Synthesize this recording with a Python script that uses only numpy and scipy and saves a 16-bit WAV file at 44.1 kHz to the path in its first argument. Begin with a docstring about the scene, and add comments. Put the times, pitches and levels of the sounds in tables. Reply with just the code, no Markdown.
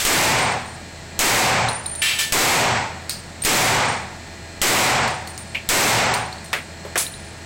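"""A bright clatter over rushing air and a motor's hum, and almost at once the first of six pistol shots, about one a second.
Each shot is a crack of noise, a slow pressure swing and a roar of decaying noise bands: the concrete hall of a range.
The roar overloads the input and gain control holds its level. Between shots spent brass cases bounce and ring as
decaying sines, rising chirps and ticks, and things knock and clatter in the booth as shaped, decaying noise."""
import sys
import numpy as np
from scipy import signal
from scipy.fft import rfft, irfft
from scipy.io import wavfile

SR = 44100
rng = np.random.default_rng(int(sys.argv[2]) if len(sys.argv) > 2 else 0)


def inscribe(sig):
    """Save sig as 16-bit PCM at rate SR to the path in sys.argv[1].

    A 1-D sig is mono; a 2-D sig holds one channel per row.
    Samples are clipped to [-1, 1] before scaling.
    """
    pcm = np.round(np.clip(np.atleast_2d(sig).T, -1, 1) * 32767)
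    wavfile.write(sys.argv[1], SR, pcm.astype(np.int16))


N = 328545

# Ventilation air, spectrum: frequency_hz, density_db
AIR_SPECTRUM = [(12, -8), (35, -2.5), (55, -10), (120, 0), (200, -2), (320, -10), (680, -11), (1200, -15),
                (2000, -12.5), (3200, -18.5), (4300, -17), (6200, -22), (8000, -20), (9600, -34),
                (15000, -41)]
AIR_LEVEL_DB = -38.5
# Motor hum, partials: multiple_of_turning_rate, level_db (rms)
HUM_PARTIALS = [(1, -43), (2, -52.5), (4, -55.5), (4.23, -56.5), (5, -58.5), (7, -56), (8, -51.5), (9, -57),
                (10, -55.5), (11, -57.5), (17, -60.5), (20, -54.5), (22, -53.5), (24, -56), (29, -55.5),
                (51, -53.5)]
MOTOR_HZ = 82.8   # mean turning rate

# Bright scatter of a hard contact, spectrum: frequency_hz, density_db
CONTACT_SPECTRUM = [(200, -19), (1200, -0.5), (4000, 2.5), (8200, 4), (9800, -2.5), (16000, -4)]
# Dull knocks in the booth: start_s, level_db, centre_hz, width_octaves, thud_db (relative to level_db)
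KNOCKS = [(3.437, -28, 3000, 1.6, -17), (5.5472, -23.5, 2630, 0.18, -17), (5.552, -21.5, 2400, 0.14, -19),
          (6.5305, -12.5, 1930, 0.35, -10), (6.851, -33.5, 490, 0.32, -4), (6.957, -17.5, 1820, 0.41, -2.5)]
KNOCK_T60_S, KNOCK_HISS_DB, THUD_HZ, THUD_OCTAVES = 0.2, -37, 580, 0.74
# Bright clatters of metal: start_s, level_db, centre_hz, width_octaves, hiss_db, t60_s, panel_db
# (hiss_db and panel_db are relative to level_db)
CLATTERS = [(-0.03, -20.5, 2130, 0.97, -2.5, 1, -45), (2.0187, -11, 2720, 0.47, -12, 0.56, -7.5),
            (2.1867, -17, 3300, 0.61, -3.5, 0.36, -9.5), (3.0972, -29, 4560, 0.13, -9, 0.39, -40),
            (6.976, -15, 9950, 0.11, 3, .22, -23)]
# Modes of the sheet-metal booth panel: frequency_hz, relative_level_db, t60_s
PANEL_MODES = [(1772, -1.5, 0.62), (2350, -0.5, 0.39), (2710, -3, 0.41), (3090, -1, 0.5), (7970, -6, 0.55),
               (10550, -5.5, 0.51), (12470, -22, 0.42)]

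# Spent cases striking the floor and the booth wall: first_touch_s, second_touch_s, third_touch_s,
# ring_pitch_hz, air_pitch_hz, ring_db, clack_db, tick_db, loss_per_bounce_db (of ring and tick)
CASES = [(0.383, 0.657, 0.958, 8750, 4250, -26, -32, -29, 16.5),
         (1.686, 1.8595, 1.9515, 9020, 4220, -24, -19, -25, 1.5),
         (3.095, 3.109, 3.13, 8750, 4520, -35.5, -23, -11.5, 14),
         (3.42, 3.822, 3.92, 8750, 4250, -22, -31, -24, 8.5),
         (5.078, 5.274, 5.378, 8930, 4630, -39, -24.5, -25.5, -0.3),
         (6.1398, 6.327, 6.383, 8884, 4500, -33, -21, -15.5, 20),
         (6.444, 6.46, 6.531, 8900, 4250, -42, -48, -33, 1),
         (7.066, 7.139, 7.245, 9200, 4170, -36, -24, -34, 5)]
# Loss of the clack on the first, second and third touch: loss_db
CLACK_LOSSES = (-0.5, 6.5, 15)
CASE_T60_S = 0.45
# The air in a case sounds flat while its mouth is near the surface it strikes and rises as it lifts off.
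CLACK_FLAT_HZ, CLACK_RISE_S = 600, 0.0029

# The hall's roar, spectrum: frequency_hz, density_db
ROAR_SPECTRUM = [(25, -1), (70, -11.5), (115, 1), (200, -3), (320, 4), (520, 0), (850, -0.5), (1400, -3.5),
                 (2200, 0.5), (3100, -6.5), (4500, -7), (6300, -8.5), (8300, -6.5), (10000, -36)]
# The hall's reverberation time: frequency_hz, t60_s
HALL_T60 = [(50, 0.64), (110, 0.83), (300, 0.48), (800, 0.76), (2000, 0.67), (5000, 0.61), (12000, 0.45)]
# Standing waves of the lane: frequency_hz, width_hz, lift_db
LANE_MODES = [(114, 14, 7), (146, 4.8, 4.5), (238, 28, 7.5), (393, 14, 5), (522, 12, -3.5), (750, 30, 8.5),
              (872, 14, 5), (920, 340, 4.5), (1470, 14, 6.5)]
# Pistol shots: start_s, level_db (common gain of crack, swing and roar)
SHOTS = [(0.0509, 20.5), (1.1913, 21.5), (2.3231, 20.5), (3.4492, 20.5), (4.6161, 20.5), (5.6895, 21)]

# Recording: limit of the input (amplitude), level the gain control holds, top of the passband
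OVERLOAD, HOLD_DB, CUTOFF_HZ = 0.29, -17.5, 15900


def from_db(db):
    """Level: decibels to an amplitude ratio."""
    return 10 ** (np.asarray(db) / 20)


def rms_one(x):
    """Normalisation: scale to unit rms."""
    return x / np.sqrt(np.mean(x ** 2) + 1e-20)


def at_hz(points, hz):
    """Interpolation: read a table's second column along a log-frequency axis."""
    points = np.array(points)
    return np.interp(np.log(hz), np.log(points[:, 0]), points[:, 1])


def bins(size):
    """Fourier analysis: frequencies of a spectrum, kept above zero for the logarithm."""
    return np.maximum(np.fft.rfftfreq(size, 1 / SR), 1)


def noise(gain, size):
    """Spectral shaping: white noise with the given gain at each frequency, brought to unit rms."""
    white = rfft(rng.standard_normal(size))
    return rms_one(irfft(white * gain, size))


def contact_hiss():
    """Impact of hard bodies: one second of bright noise."""
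    return noise(from_db(at_hz(CONTACT_SPECTRUM, bins(SR))), SR)


def hump(hz, centre_hz, octaves):
    """Damped resonance: a broad peak with gentle skirts."""
    return 1 / (1 + (np.log2(hz / centre_hz) / octaves) ** 2 / 2)


def dying(t, t60):
    """Damping: exponential decay, 60 dB in t60 seconds."""
    return np.exp(-np.log(1000) * t / t60)


def add(out, s, sound):
    """Superposition: mix a sound in from time s, trimmed to the scene."""
    start = round(s * SR)
    sound = sound[max(-start, 0):N - start]
    first = max(start, 0)
    out[first:first + len(sound)] += sound


def ventilation(speed_waver=0.000855, level_waver=0.15, waver_hz=4):
    """Turbulence and rotation: broadband air noise, and partials of a motor whose speed and level waver slightly."""
    hz = bins(N)
    slow = 1 / (1 + (hz / waver_hz) ** 2)
    turns = np.cumsum(MOTOR_HZ * (1 + speed_waver * noise(slow, N))) / SR
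    hum = 0
    for multiple, db in HUM_PARTIALS:
        phase = multiple * turns + rng.random()
        hum += from_db(db) * np.sqrt(2) * np.sin(2 * np.pi * phase)
    air = from_db(AIR_LEVEL_DB) * noise(from_db(at_hz(AIR_SPECTRUM, hz)), N)
    return air + hum * (1 + level_waver * noise(slow, N))


def booth_knocks(snap_db=0, snap_t60=0.017, tail_db=-2):
    """Modal overlap: a knock is a short snap, a hollow ring of many close modes and a low thud."""
    out, t, hz = np.zeros(N), np.arange(SR) / SR, bins(SR)
    for s, db, centre_hz, octaves, thud_db in KNOCKS:
        body = noise(hump(hz, centre_hz, octaves), SR) + from_db(KNOCK_HISS_DB) * contact_hiss()
        thud = from_db(thud_db) * noise(hump(hz, THUD_HZ, THUD_OCTAVES), SR)
        fade = dying(t, KNOCK_T60_S)
        snap_and_tail = from_db(snap_db) * dying(t, snap_t60) + from_db(tail_db) * fade
        add(out, s, from_db(db) * (body * snap_and_tail + thud * fade))
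    return out


def build_up(t, rise_s, contact):
    """Onset of resonance: the contact sounds at once, the ringing builds up."""
    return 1 - (1 - contact) * np.exp(-t / rise_s)


def panel_ring(t, pair_hz=14, pair=0.67):
    """Beating: each panel mode sounds with a weaker twin at a randomly offset pitch (spread pair_hz)."""
    ring = 0
    for mode_hz, db, t60 in PANEL_MODES:
        twin_hz = mode_hz + pair_hz * rng.normal()
        tones = np.sin(2 * np.pi * mode_hz * t) + pair * np.sin(2 * np.pi * twin_hz * t)
        ring += from_db(db) * tones * dying(t, t60)
    return ring


def metal_clatter(rise_share=0.014, contact=0.29):
    """Modal excitation: each clatter shakes many close modes of the booth and a few distinct ones of the panel."""
    out, t, hz = np.zeros(N), np.arange(SR) / SR, bins(SR)
    for s, db, centre_hz, octaves, hiss_db, t60, panel_db in CLATTERS:
        body = noise(hump(hz, centre_hz, octaves), SR) + from_db(hiss_db) * contact_hiss()
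        ringing = body * dying(t, t60) + from_db(panel_db) * panel_ring(t)
        add(out, s, from_db(db) * build_up(t, rise_share * t60, contact) * ringing)
    return out


def bounces():
    """Energy loss at impact: (start_s, ring_hz, air_hz, ring_db, clack_db, tick_db) of every touch."""
    touches = []
    for *starts, ring_hz, air_hz, ring_db, clack_db, tick_db, loss_db in CASES:
        for k, s in enumerate(starts):
            lost_db = k * loss_db
            touches.append((s, ring_hz, air_hz, ring_db - lost_db, clack_db - CLACK_LOSSES[k], tick_db - lost_db))
    return touches


def brass_cases(clack_octaves=0.032, clack_t60=0.029, tick_t60=0.0059, echo_db=-16, echo_t60=0.24,
                ring_width_hz=30, scatter_db=-2, tumble=1.0, swell_s=0.0043):
    """Shell and cavity resonance: a tick, a hollow rising clack, and the mouth's ring throbbing as the case tumbles."""
    out, t, hz = np.zeros(N), np.arange(SR) / SR, bins(SR)
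    echo = from_db(echo_db) * dying(t, echo_t60)
    for s, ring_hz, air_hz, ring_db, clack_db, tick_db in bounces():
        throb = 1 + tumble * np.cos(2 * np.pi * rng.uniform(14.7, 33) * t)
        scattered = from_db(scatter_db) * noise(1 / (1 + ((hz - ring_hz) / ring_width_hz) ** 2), SR)
        ring = np.sin(2 * np.pi * ring_hz * t) * throb + scattered
        ring *= dying(t, CASE_T60_S) * (1 - np.exp(-t / swell_s))
        pitch_hz = air_hz - CLACK_FLAT_HZ * np.exp(-t / CLACK_RISE_S)
        chirp = np.sin(2 * np.pi * np.cumsum(pitch_hz) / SR)
        clack = np.sqrt(2) * chirp * dying(t, clack_t60) + noise(hump(hz, air_hz, clack_octaves), SR) * echo
        tick = contact_hiss() * (dying(t, tick_t60) + echo)
        add(out, s, from_db(ring_db) * ring + from_db(clack_db) * clack + from_db(tick_db) * tick)
    return out


def hall_roar(t, build_cycles=6, settle_s=0.51):
    """Reverberation: dense reflections as octave bands of noise, each dying at its own rate."""
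    hz = bins(len(t))
    lift_db = sum(db / (1 + (2 * (hz - centre) / width) ** 2) for centre, width, db in LANE_MODES)
    diffuse = noise(from_db(at_hz(ROAR_SPECTRUM, hz)), len(t))
    standing = irfft(rfft(diffuse) * (from_db(lift_db) - 1), len(t))
    # Standing waves emerge as the rest dies.
    spectrum = rfft(diffuse + standing * np.minimum(t / settle_s, 1))
    centres = np.geomspace(20, 20480, 11)[:, None]
    shares = np.maximum(1 - abs(np.log2(hz / centres)), 0)   # overlapping octave bands
    swell = 1 - np.exp(-t * centres / build_cycles)   # the bass takes longest to build up
    bands = irfft(spectrum * shares, len(t))
    return np.sum(bands * swell * dying(t, at_hz(HALL_T60, centres)), axis=0)


def late_swell(t, swell_db=1.5, arrival_s=0.495, spread_s=0.046, early_db=-1.5):
    """Delayed reflection: sound that has run down the long lane and back lifts the roar in a broad second wave."""
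    wave = np.exp(-.5 * ((t - arrival_s) / spread_s) ** 2)
    return from_db(early_db + swell_db * wave)


def pistol(crack_db=1, crack_t60=0.1, swing_db=-4, swing_hz=9, swing_t60=0.32, alike=0.3):
    """Blast wave: a bright crack off the booth walls, the slow pressure swing of the muzzle gas, then the hall."""
    out, t = np.zeros(N), np.arange(SR) / SR
    # Fired from one spot, the shots have part of their echoes in common.
    same_paths, share = hall_roar(t), np.clip(alike, 0, 1)
    for s, db in SHOTS:
        crack = from_db(crack_db) * contact_hiss() * dying(t, crack_t60)
        swing = -from_db(swing_db) * np.cos(2 * np.pi * swing_hz * t) * dying(t, swing_t60)
        roar = np.sqrt(share) * same_paths + np.sqrt(1 - share) * hall_roar(t)
        add(out, s, from_db(db) * (crack + swing + roar * late_swell(t)))
    return out


def scene():
    """Superposition: all sources sum at one microphone, alike in both channels."""
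    mix = ventilation() + booth_knocks() + metal_clatter() + brass_cases() + pistol()
    return np.tile(mix, (2, 1))


def gain_control(x, sense_s=0.0021, release_db_per_s=110, attack_s=0.00028):
    """Compression: loud sound is turned down to a fixed level within milliseconds and let go steadily."""
    sense, attack = np.exp(-1 / (sense_s * SR)), np.exp(-1 / (attack_s * SR))
    power = signal.lfilter([1 - sense], [1, -sense], x ** 2)
    level_db = 10 * np.log10(power + 1e-12)
    # A running maximum against a rising ramp makes the cut fall at a constant rate.
    ramp = release_db_per_s * np.arange(N) / SR
    cut_db = np.maximum.accumulate(np.maximum(level_db - HOLD_DB, 0) + ramp) - ramp
    return x * from_db(-signal.lfilter([1 - attack], [1, -attack], cut_db))


def record(dry, knee=10.0, presence_hz=7800, presence_q=7.1, presence=0.4, low_cut_hz=18):
    """Saturation and filtering: the input overloads; then a presence peak, low cut, gain control and top cut."""
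    fine = signal.resample_poly(dry[0], 3, 1)   # oversampled to limit aliasing
    flattened = fine / (1 + abs(fine / OVERLOAD) ** knee) ** (1 / knee)
    x = signal.resample_poly(flattened, 1, 3)
    x = x + presence * signal.lfilter(*signal.iirpeak(presence_hz, presence_q, fs=SR), x)
    x = signal.lfilter(*signal.butter(1, low_cut_hz, "high", fs=SR), x)
    x = gain_control(x)
    top_cut = signal.ellip(12, .1, 80, CUTOFF_HZ, fs=SR, output="sos")
    return np.tile(signal.sosfilt(top_cut, x), (2, 1))


dry = scene()
out = record(dry)
inscribe(out)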